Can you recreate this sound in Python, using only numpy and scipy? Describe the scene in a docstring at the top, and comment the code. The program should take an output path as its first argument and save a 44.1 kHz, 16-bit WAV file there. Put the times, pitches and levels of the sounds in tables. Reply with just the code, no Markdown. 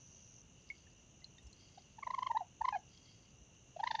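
"""Night garden: crickets and katydids buzz as throbbing resonant noise over far traffic rumble, shaped noise.
A near katydid stops early; then an adult raccoon paws a shallow water dish: drips ring as bubbles, claws
tick as noise bursts and paws scuff as friction noise. A young raccoon chitters a long trill of short
voiced pulses and gliding notes; after more pawing comes a second, shorter trill.
A small outdoor camera microphone, dull above 7 kHz."""
import sys
import numpy as np
from scipy import signal
from scipy.fft import rfft, irfft
from scipy.io import wavfile
from scipy.ndimage import uniform_filter1d

SR = 44100
rng = np.random.default_rng(int(sys.argv[2]) if len(sys.argv) > 2 else 0)


def transcribe(u):
    """Save the signal u as a 16-bit wav file named by the first command-line argument.

    u: samples, shape (n,) or (channels, n), limited to [-1, 1]; the rate is SR.
    q: integer samples, one column per channel.
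    """
    v = np.clip(np.atleast_2d(u).T, -1, 1)
    q = np.round(v * 32767).astype(np.int16)
    wavfile.write(sys.argv[1], SR, q)


def makeup_ratio(level_db):
    """Linear amplitude ratio for a level in decibels (20 dB per factor of ten)."""
    decades = np.asarray(level_db, float) / 20
    return 10 ** decades


N = 176400


def curve(s, v):
    """Linear interpolation: points joined in time."""
    return np.interp(np.arange(N) / SR, s, v)


def unit(x):
    """Normalization: scaled to rms 1."""
    return x / np.sqrt(np.mean(x ** 2) + 1e-20)


def bell(t, width):
    """Gaussian pulse of height 1, width being its standard deviation."""
    return np.exp(-.5 * (t / width) ** 2)


def drift(rate):
    """Lowpassed random fluctuation of spread 1; rate is the corner of each of two poles, in Hz."""
    r = np.exp(-2 * np.pi * rate / SR)
    return unit(signal.lfilter([1], [1, -2 * r, r * r], rng.standard_normal(N + SR))[SR:])


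def pitch_wobble():
    """Frequency jitter: a cycle-to-cycle pitch factor around 1."""
    return 1 + .018 * drift(150)


def band_noise(order, low_hz, high_hz):
    """Bandpass-filtered white noise, rms 1."""
    band = signal.butter(order, [low_hz, high_hz], "band", fs=SR, output="sos")
    return unit(signal.sosfilt(band, rng.standard_normal(N)))


def resonate(x, hz, width):
    """Resonance: two passes through one two-pole filter, rms 1; width is that of one pass."""
    r = np.exp(-np.pi * width / SR)
    for _ in range(2):
        x = signal.lfilter([1, 0, -1], [1, -2 * r * np.cos(2 * np.pi * hz / SR), r * r], x)
    return unit(x)


def add(out, s, x):
    """Superposition: mixes x in at time s."""
    i = int(s * SR)
    out[i:i + len(x)] += x[:N - i]


# Voiced pulses of the trills: peak_s, peak_db (fundamental), rise_s, pitch_hz,
# partial_2_db, partial_3_db, partial_4_db, partial_5_db (relative to the fundamental)
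TRILL_PULSES = [(1.7808, -49, 0.0068, 782, -25, -32, -16, -13.5),
                (1.989, -45.5, 0.0074, 901, -14, -20, -25, -27),
                (2.032, -39, 0.008, 1119, -2.5, -24.5, -29, -36),
                (2.0731, -32.5, 0.0076, 992, -13.5, -30.6, -28, -45),
                (2.1072, -32, 0.0061, 1032, -12.2, -33, -22, -27),
                (2.146, -32, 0.0133, 1095, -12.5, -22, -27.7, -34),
                (2.1885, -31, 0.0118, 1011, -16, -20.5, -25.5, -27),
                (2.229, -30.2, 0.0093, 1042, -15, -15, -25.9, -30),
                (2.2693, -30.5, 0.0086, 1059, -12.5, -12, -24.5, -32.4),
                (2.3138, -28.5, 0.0173, 951, -16, -29, -31.5, -44.5),
                (2.617, -28.5, 0.009, 930, -17.5, -36, -42.5, -37),
                (2.6532, -28, 0.0128, 1049, -12, -27.1, -23.5, -34.4),
                (2.687, -26.5, 0.0109, 1028, -13, -19, -23.5, -27.5),
                (3.7671, -40, 0.0054, 680, -38, -34, -22, -28),
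                (3.8054, -34.5, 0.015, 785.3, -28, -31.9, -20.2, -25),
                (3.8381, -28.5, 0.0083, 937, -7.5, -32, -19.5, -25.5),
                (3.8742, -32, 0.0125, 1033, -2.5, -13.8, -9.5, -29),
                (3.9118, -30.5, 0.0082, 935, -6, -26, -11, -13.5),
                (3.9525, -31, 0.0126, 903, -7, -29, -10, -14),
                (3.9943, -34.5, 0.0091, 910, -1.5, -16.5, -8, -11)]


def trill_pulses():
    """Harmonic synthesis: a near sine swells upward in pitch; overtones and rasp flare at its close."""
    rise_steep, rise_shape, fall_s = 2.8, 2.47, .0046
    pitch_rise, pitch_drop = .09, .083  # share climbed in the rise, sagged in the fall
    flare_lag_s, flare_width_s, octave_width_s = .0017, .0023, .0026
    rasp_db, breath_db, breath_s = -10, -16, .024  # levels relative to the fourth partial
    spray_db = -34.5  # airy top, relative to the fundamental
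    gulp_hz, gulp_db, gulp_spread_db, gulp_lag_s, gulp_s = 640, -25, 4, .004, .003
    out = np.zeros(N)
    hiss = band_noise(4, 1600, 5200)
    spray = band_noise(3, 5000, 9500)
    wobble = pitch_wobble()
    for s, db, rise, hz, octave_db, *upper in TRILL_PULSES:
        t = np.arange(-2 * rise, .04, 1 / SR)  # zero at the peak
        span = slice(int(s * SR) - len(t), int(s * SR))
        swell = np.exp(-rise_steep * np.abs(t / rise) ** rise_shape)
        release = np.exp(-np.abs(t / fall_s) ** 4)
        envelope = np.where(t < 0, swell, release)
        sag = -pitch_drop * np.minimum(t / fall_s, 2) ** 2
        bend = 1 + np.where(t < 0, pitch_rise * t / rise, sag)
        phase = 2 * np.pi * np.cumsum(hz * wobble[span] * bend) / SR

        octave = makeup_ratio(octave_db) * bell(t - flare_lag_s, octave_width_s) * np.sin(2 * phase)
        noise = makeup_ratio(upper[1]) * hiss[span]
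        overtones = sum(makeup_ratio(d) * np.sin((k + 3) * phase) for k, d in enumerate(upper))
        top = overtones + makeup_ratio(rasp_db) * noise + makeup_ratio(spray_db) * spray[span]
        top = top * bell(t - flare_lag_s, flare_width_s)
        breath = makeup_ratio(breath_db) * noise * np.exp(-(t / breath_s) ** 2) * np.hanning(len(t))
        # uneven low pop as the throat shuts
        gulp = makeup_ratio(gulp_db + gulp_spread_db * rng.standard_normal()) * bell(t - gulp_lag_s, gulp_s)
        gulp = gulp * np.sin(2 * np.pi * gulp_hz * t)
        add(out, s + t[0], makeup_ratio(db) * (envelope * np.sin(phase) + octave + top + breath + gulp))
    return out


# Gliding notes of the trills, the last a very short one leading into a pulse; each a list of points:
# time_s, pitch_hz, partial_1_db, partial_2_db, partial_3_db (rms)
GLIDING_NOTES = [
    [(2.343, 843, -67, -95, -90), (2.350, 843, -35, -81.5, -87), (2.356, 857, -36, -57.5, -72),
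     (2.366, 873, -32.5, -57.5, -77), (2.372, 956, -27, -52.5, -73), (2.375, 1004, -34, -45.5, -62),
     (2.379, 976, -65.5, -55.5, -75), (2.383, 865, -41, -80, -78)],
    [(2.404, 850, -53.5, -90, -85), (2.410, 830, -35.5, -69, -90), (2.415, 714, -42.5, -78, -77.5),
     (2.419, 730, -40.5, -80, -84), (2.426, 698, -48.5, -83, -97), (2.445, 710, -93, -91.5, -98)],
    [(2.722, 854, -56, -56, -78), (2.728, 855, -34, -49.5, -56), (2.739, 825, -46, -51, -53.5),
     (2.752, 835.4, -33.5, -44.5, -57), (2.757, 731, -41.5, -58, -58.5), (2.762, 762, -32, -77, -66),
     (2.769, 705, -40.5, -85, -59), (2.776, 662, -54, -81, -66)],
    [(3.793, 865, -58, -74, -72), (3.798, 845, -40.5, -69, -63), (3.801, 790, -38.5, -59, -70),
     (3.805, 760, -58, -70, -69)],
]


def gliding_notes():
    """Additive synthesis: three gliding harmonics, with rasp noise following the second."""
    rasp_db = -21  # relative to the second partial's table level
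    out = np.zeros(N)
    hiss = band_noise(4, 1600, 5200)
    wobble = pitch_wobble()
    for note in GLIDING_NOTES:
        s, hz, *levels = np.transpose(note)
        t = np.arange(s[0], s[-1], 1 / SR)
        span = slice(int(s[0] * SR), int(s[0] * SR) + len(t))
        phase = 2 * np.pi * np.cumsum(np.interp(t, s, hz) * np.sqrt(wobble[span])) / SR
        fade = signal.windows.tukey(len(t), .2)
        rasp = makeup_ratio(rasp_db + np.interp(t, s, levels[1])) * hiss[span]
        voice = 0
        for k, db in enumerate(levels):
            gain = uniform_filter1d(makeup_ratio(np.interp(t, s, db)), size=60)
            voice = voice + gain * np.sin((k + 1) * phase)
        add(out, s[0], fade * (np.sqrt(2) * voice + rasp))
    return out


# Overtone flares of the gliding notes: centre_s, tone_peak_db, pitch_hz, width_s
OVERTONE_FLARES = [(2.375, -48, 3900, .003), (2.767, -60, 3100, .006), (2.744, -68, 4170, .008),
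                   (3.801, -56, 3300, .003), (3.801, -60, 4200, .003)]


def overtone_flares():
    """Gaussian wave packets: brief high tones roughened by noise."""
    out = np.zeros(N)
    hiss = band_noise(4, 1600, 5200)
    for s, db, hz, width in OVERTONE_FLARES:
        t = np.arange(-3 * width, 3 * width, 1 / SR)
        rough = makeup_ratio(-10) * hiss[int(s * SR):][:len(t)]
        add(out, s + t[0], makeup_ratio(db) * bell(t, width) * (np.sin(2 * np.pi * hz * t) + rough))
    return out


def chitter():
    """Superposition of the young raccoon's pulses, gliding notes and overtone flares."""
    return trill_pulses() + gliding_notes() + overtone_flares()


# Drips and wet ticks: start_s, level_db, pitch_hz, t60_s, crack_db (relative to level_db)
DRIP_RINGS = [(0.7009, -32, 2177, 0.051, -21), (0.869, -55, 1750, 0.027, -25.),
              (1.2194, -60.5, 2020, 0.063, -10.), (1.243, -35.5, 4110, 0.022, -28),
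              (1.3823, -50.5, 3640, 0.039, -13), (1.3825, -56.5, 1880, 0.038, -1),
              (1.468, -60, 5400, 0.051, 2), (1.529, -47, 4160, 0.021, -7), (2.97, -57, 3250, 0.067, -9)]


def drips():
    """Bubble resonance: a damped sine gliding slightly upward, with a short crack at its start."""
    glide, wander = .025, .018  # pitch climbs by twice the glide over one t60; random share grows with time
    rise_s, crack_s = .0018, .0015
    out, t = np.zeros(N), np.arange(4000) / SR
    for s, db, hz, t60, crack_db in DRIP_RINGS:
        bend = 1 + (2 * glide + wander * drift(150)[:len(t)]) * t / t60
        ring = np.sin(2 * np.pi * hz * np.cumsum(bend) / SR)
        ring = ring * makeup_ratio(-60 * t / t60) * (1 - np.exp(-t / rise_s))
        crack = resonate(rng.standard_normal(len(t)), hz * 1.4, hz) * np.exp(-t / crack_s)
        add(out, s, makeup_ratio(db) * (ring + makeup_ratio(crack_db) * crack))
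    return out


# Low bumps of the dish: centre_s, peak_db, pitch_hz, width_s
DISH_BUMPS = [(1.466, -50.5, 62, 0.029), (2.618, -55.5, 60.8, 0.0192), (3.422, -56.5, 63, 0.018)]


def dish_bumps():
    """Low-frequency wave packets: cosines under a Gaussian envelope, tapered at both ends."""
    out, t = np.zeros(N), np.arange(4000) / SR
    t = t - t[2000]
    for s, db, hz, width in DISH_BUMPS:
        envelope = bell(t, width) * np.hanning(len(t))
        add(out, s + t[0], makeup_ratio(db) * envelope * np.cos(2 * np.pi * hz * t))
    return out


# Dry claw ticks: start_s, level_db, colour_hz
CLAW_TICKS = [(.62, -67, 4800), (.69, -59, 4660), (.78, -62, 4700), (1.205, -64, 4700), (1.2435, -51, 4570),
              (1.385, -64, 6130), (1.43, -58, 8100), (1.4705, -59, 6840), (1.531, -61, 7500),
              (1.70, -67, 7000), (1.82, -59, 4770), (2.975, -56, 4600), (3.545, -62, 5400)]


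def claws():
    """Impact noise: very short decaying bursts, each through a broad resonance."""
    decay_s, q = .0026, 2.5
    out, t = np.zeros(N), np.arange(800) / SR
    for s, db, hz in CLAW_TICKS:
        burst = resonate(rng.standard_normal(len(t)), hz, hz / q)
        add(out, s, makeup_ratio(db) * np.exp(-t / decay_s) * burst)
    return out


# Level of the paws scuffing the dish: time_s, level_db
SCUFF_LEVEL = [(0, -86), (.26, -77.5), (.5, -92), (.62, -83), (.8, -72.5), (.95, -86), (1.2, -98),
               (1.52, -79.5), (1.58, -70), (1.75, -70.5), (1.86, -81), (2.3, -82.5), (2.4, -104),
               (2.86, -87), (2.92, -72.5), (3.15, -68.5), (3.26, -77.5), (3.5, -105.5), (4, -82)]
# Resonances of the scuffed dish: centre_hz, width_hz, relative_level_db
DISH_RESONANCES = [(2130, 200, -5.5), (3250, 120, 0), (4050, 890, -10.5), (4600, 660, 4.7), (4810, 670, -7)]


def scuffs():
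    """Friction excitation: lumpy noise drives the dish's resonances."""
    grit = rng.standard_normal(N) * makeup_ratio(3.5 * drift(25))  # lumps in dB
    body = sum(makeup_ratio(db) * resonate(grit, hz, width) for hz, width, db in DISH_RESONANCES)
    return makeup_ratio(curve(*np.transpose(SCUFF_LEVEL))) * unit(body)


def throb(rate, depth):
    """Amplitude modulation by a cosine whose phase wanders."""
    t = np.arange(N) / SR
    return 1 + np.clip(depth, 0, 1) * np.cos(2 * np.pi * rate * t + .3 * drift(1.1))


# Insect chorus: centre_hz, width_hz, pulse_rate_hz, pulse_depth (0-1), level_db (before swell and throb)
INSECT_CHORUS = [(2817, 350, 42, .15, -75), (5983, 434, 62, 0.7, -75), (6315, 900, 120, 0.2, -73)]
# Resonances of the near katydid: centre_hz, width_hz, level_db (rms before throb)
KATYDID_WINGS = [(5940, 350, -65.5), (6420, 210, -68.5), (9600, 600, -77)]


def insects():
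    """Modulated resonance: noisy wing bands throb at their stroke rates; one near katydid stops early."""
    out = np.zeros(N)
    for hz, width, rate, depth, db in INSECT_CHORUS:
        swell = makeup_ratio(db + 1.0 * drift(9))  # 1 dB spread
        out += swell * throb(rate, depth) * resonate(rng.standard_normal(N), hz, width)
    near = sum(makeup_ratio(db) * resonate(rng.standard_normal(N), hz, width) for hz, width, db in KATYDID_WINGS)
    stop_s, fade_s = .425, .0039
    gate = np.clip((stop_s - np.arange(N) / SR) / fade_s, 0, 1)
    return out + near * throb(93.3, .52) * gate


# Spectrum of the night air: frequency_hz, relative_density_db
NIGHT_SPECTRUM = [(20, -27.5), (40, -7), (65, -4), (130, -2.5), (200, -7.5), (300, -13.5), (600, -19.5),
                  (1000, -24), (1700, -29.5), (2400, -29), (4000, -29), (5000, -41.5), (7000, -25),
                  (7600, -48.5), (8200, -46.5), (9200, -40), (9900, -48.5), (10400, -66.5), (15500, -61),
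                  (16000, -71), (22000, -72)]


def night():
    """Spectral shaping of white noise: far rumble and microphone hiss."""
    level_db = -65  # rms
    hz = np.arange(N // 2 + 1) * SR / N + 1  # the offset avoids log(0)
    f, db = np.transpose(NIGHT_SPECTRUM)
    gain = makeup_ratio(np.interp(np.log(hz), np.log(f), db))
    return makeup_ratio(level_db) * unit(irfft(rfft(rng.standard_normal(N)) * gain, N))


def yard(x, db):
    """Diffuse reflection: convolution with a decaying noise tail, echoes off wall and ground."""
    t60_s, gap_s = .16, .004
    t = np.arange(SR // 4) / SR
    onset = np.clip(t / gap_s - 1, 0, 1)
    tail = unit(rng.standard_normal(len(t)) * makeup_ratio(-60 * t / t60_s) * onset)
    tail = tail / np.sqrt(len(t))  # unit energy
    return x + makeup_ratio(db) * signal.fftconvolve(x, tail)[:N]


def scene():
    """Superposition of all sources, mono; the microphone port lowpasses near sounds above its top."""
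    port_hz, air_db, air_limit_hz = 7560, -15, 9700
    near = yard(chitter(), -16.5) + yard(drips() + dish_bumps() + claws(), -19) + scuffs() + insects()
    dull = signal.sosfiltfilt(signal.butter(6, port_hz, fs=SR, output="sos"), near)
    air = signal.sosfilt(signal.butter(8, air_limit_hz, fs=SR, output="sos"), near - dull)
    return (dull + makeup_ratio(air_db) * air + night())[None]


def top_cut(x):
    """Nothing passes above the cut-off."""
    return signal.sosfilt(signal.butter(12, 10100, fs=SR, output="sos"), x)


def record(dry):
    """Signal chain: the finished mix passes through the last stage."""
    return top_cut(dry)


dry = scene()
out = record(dry)
transcribe(out)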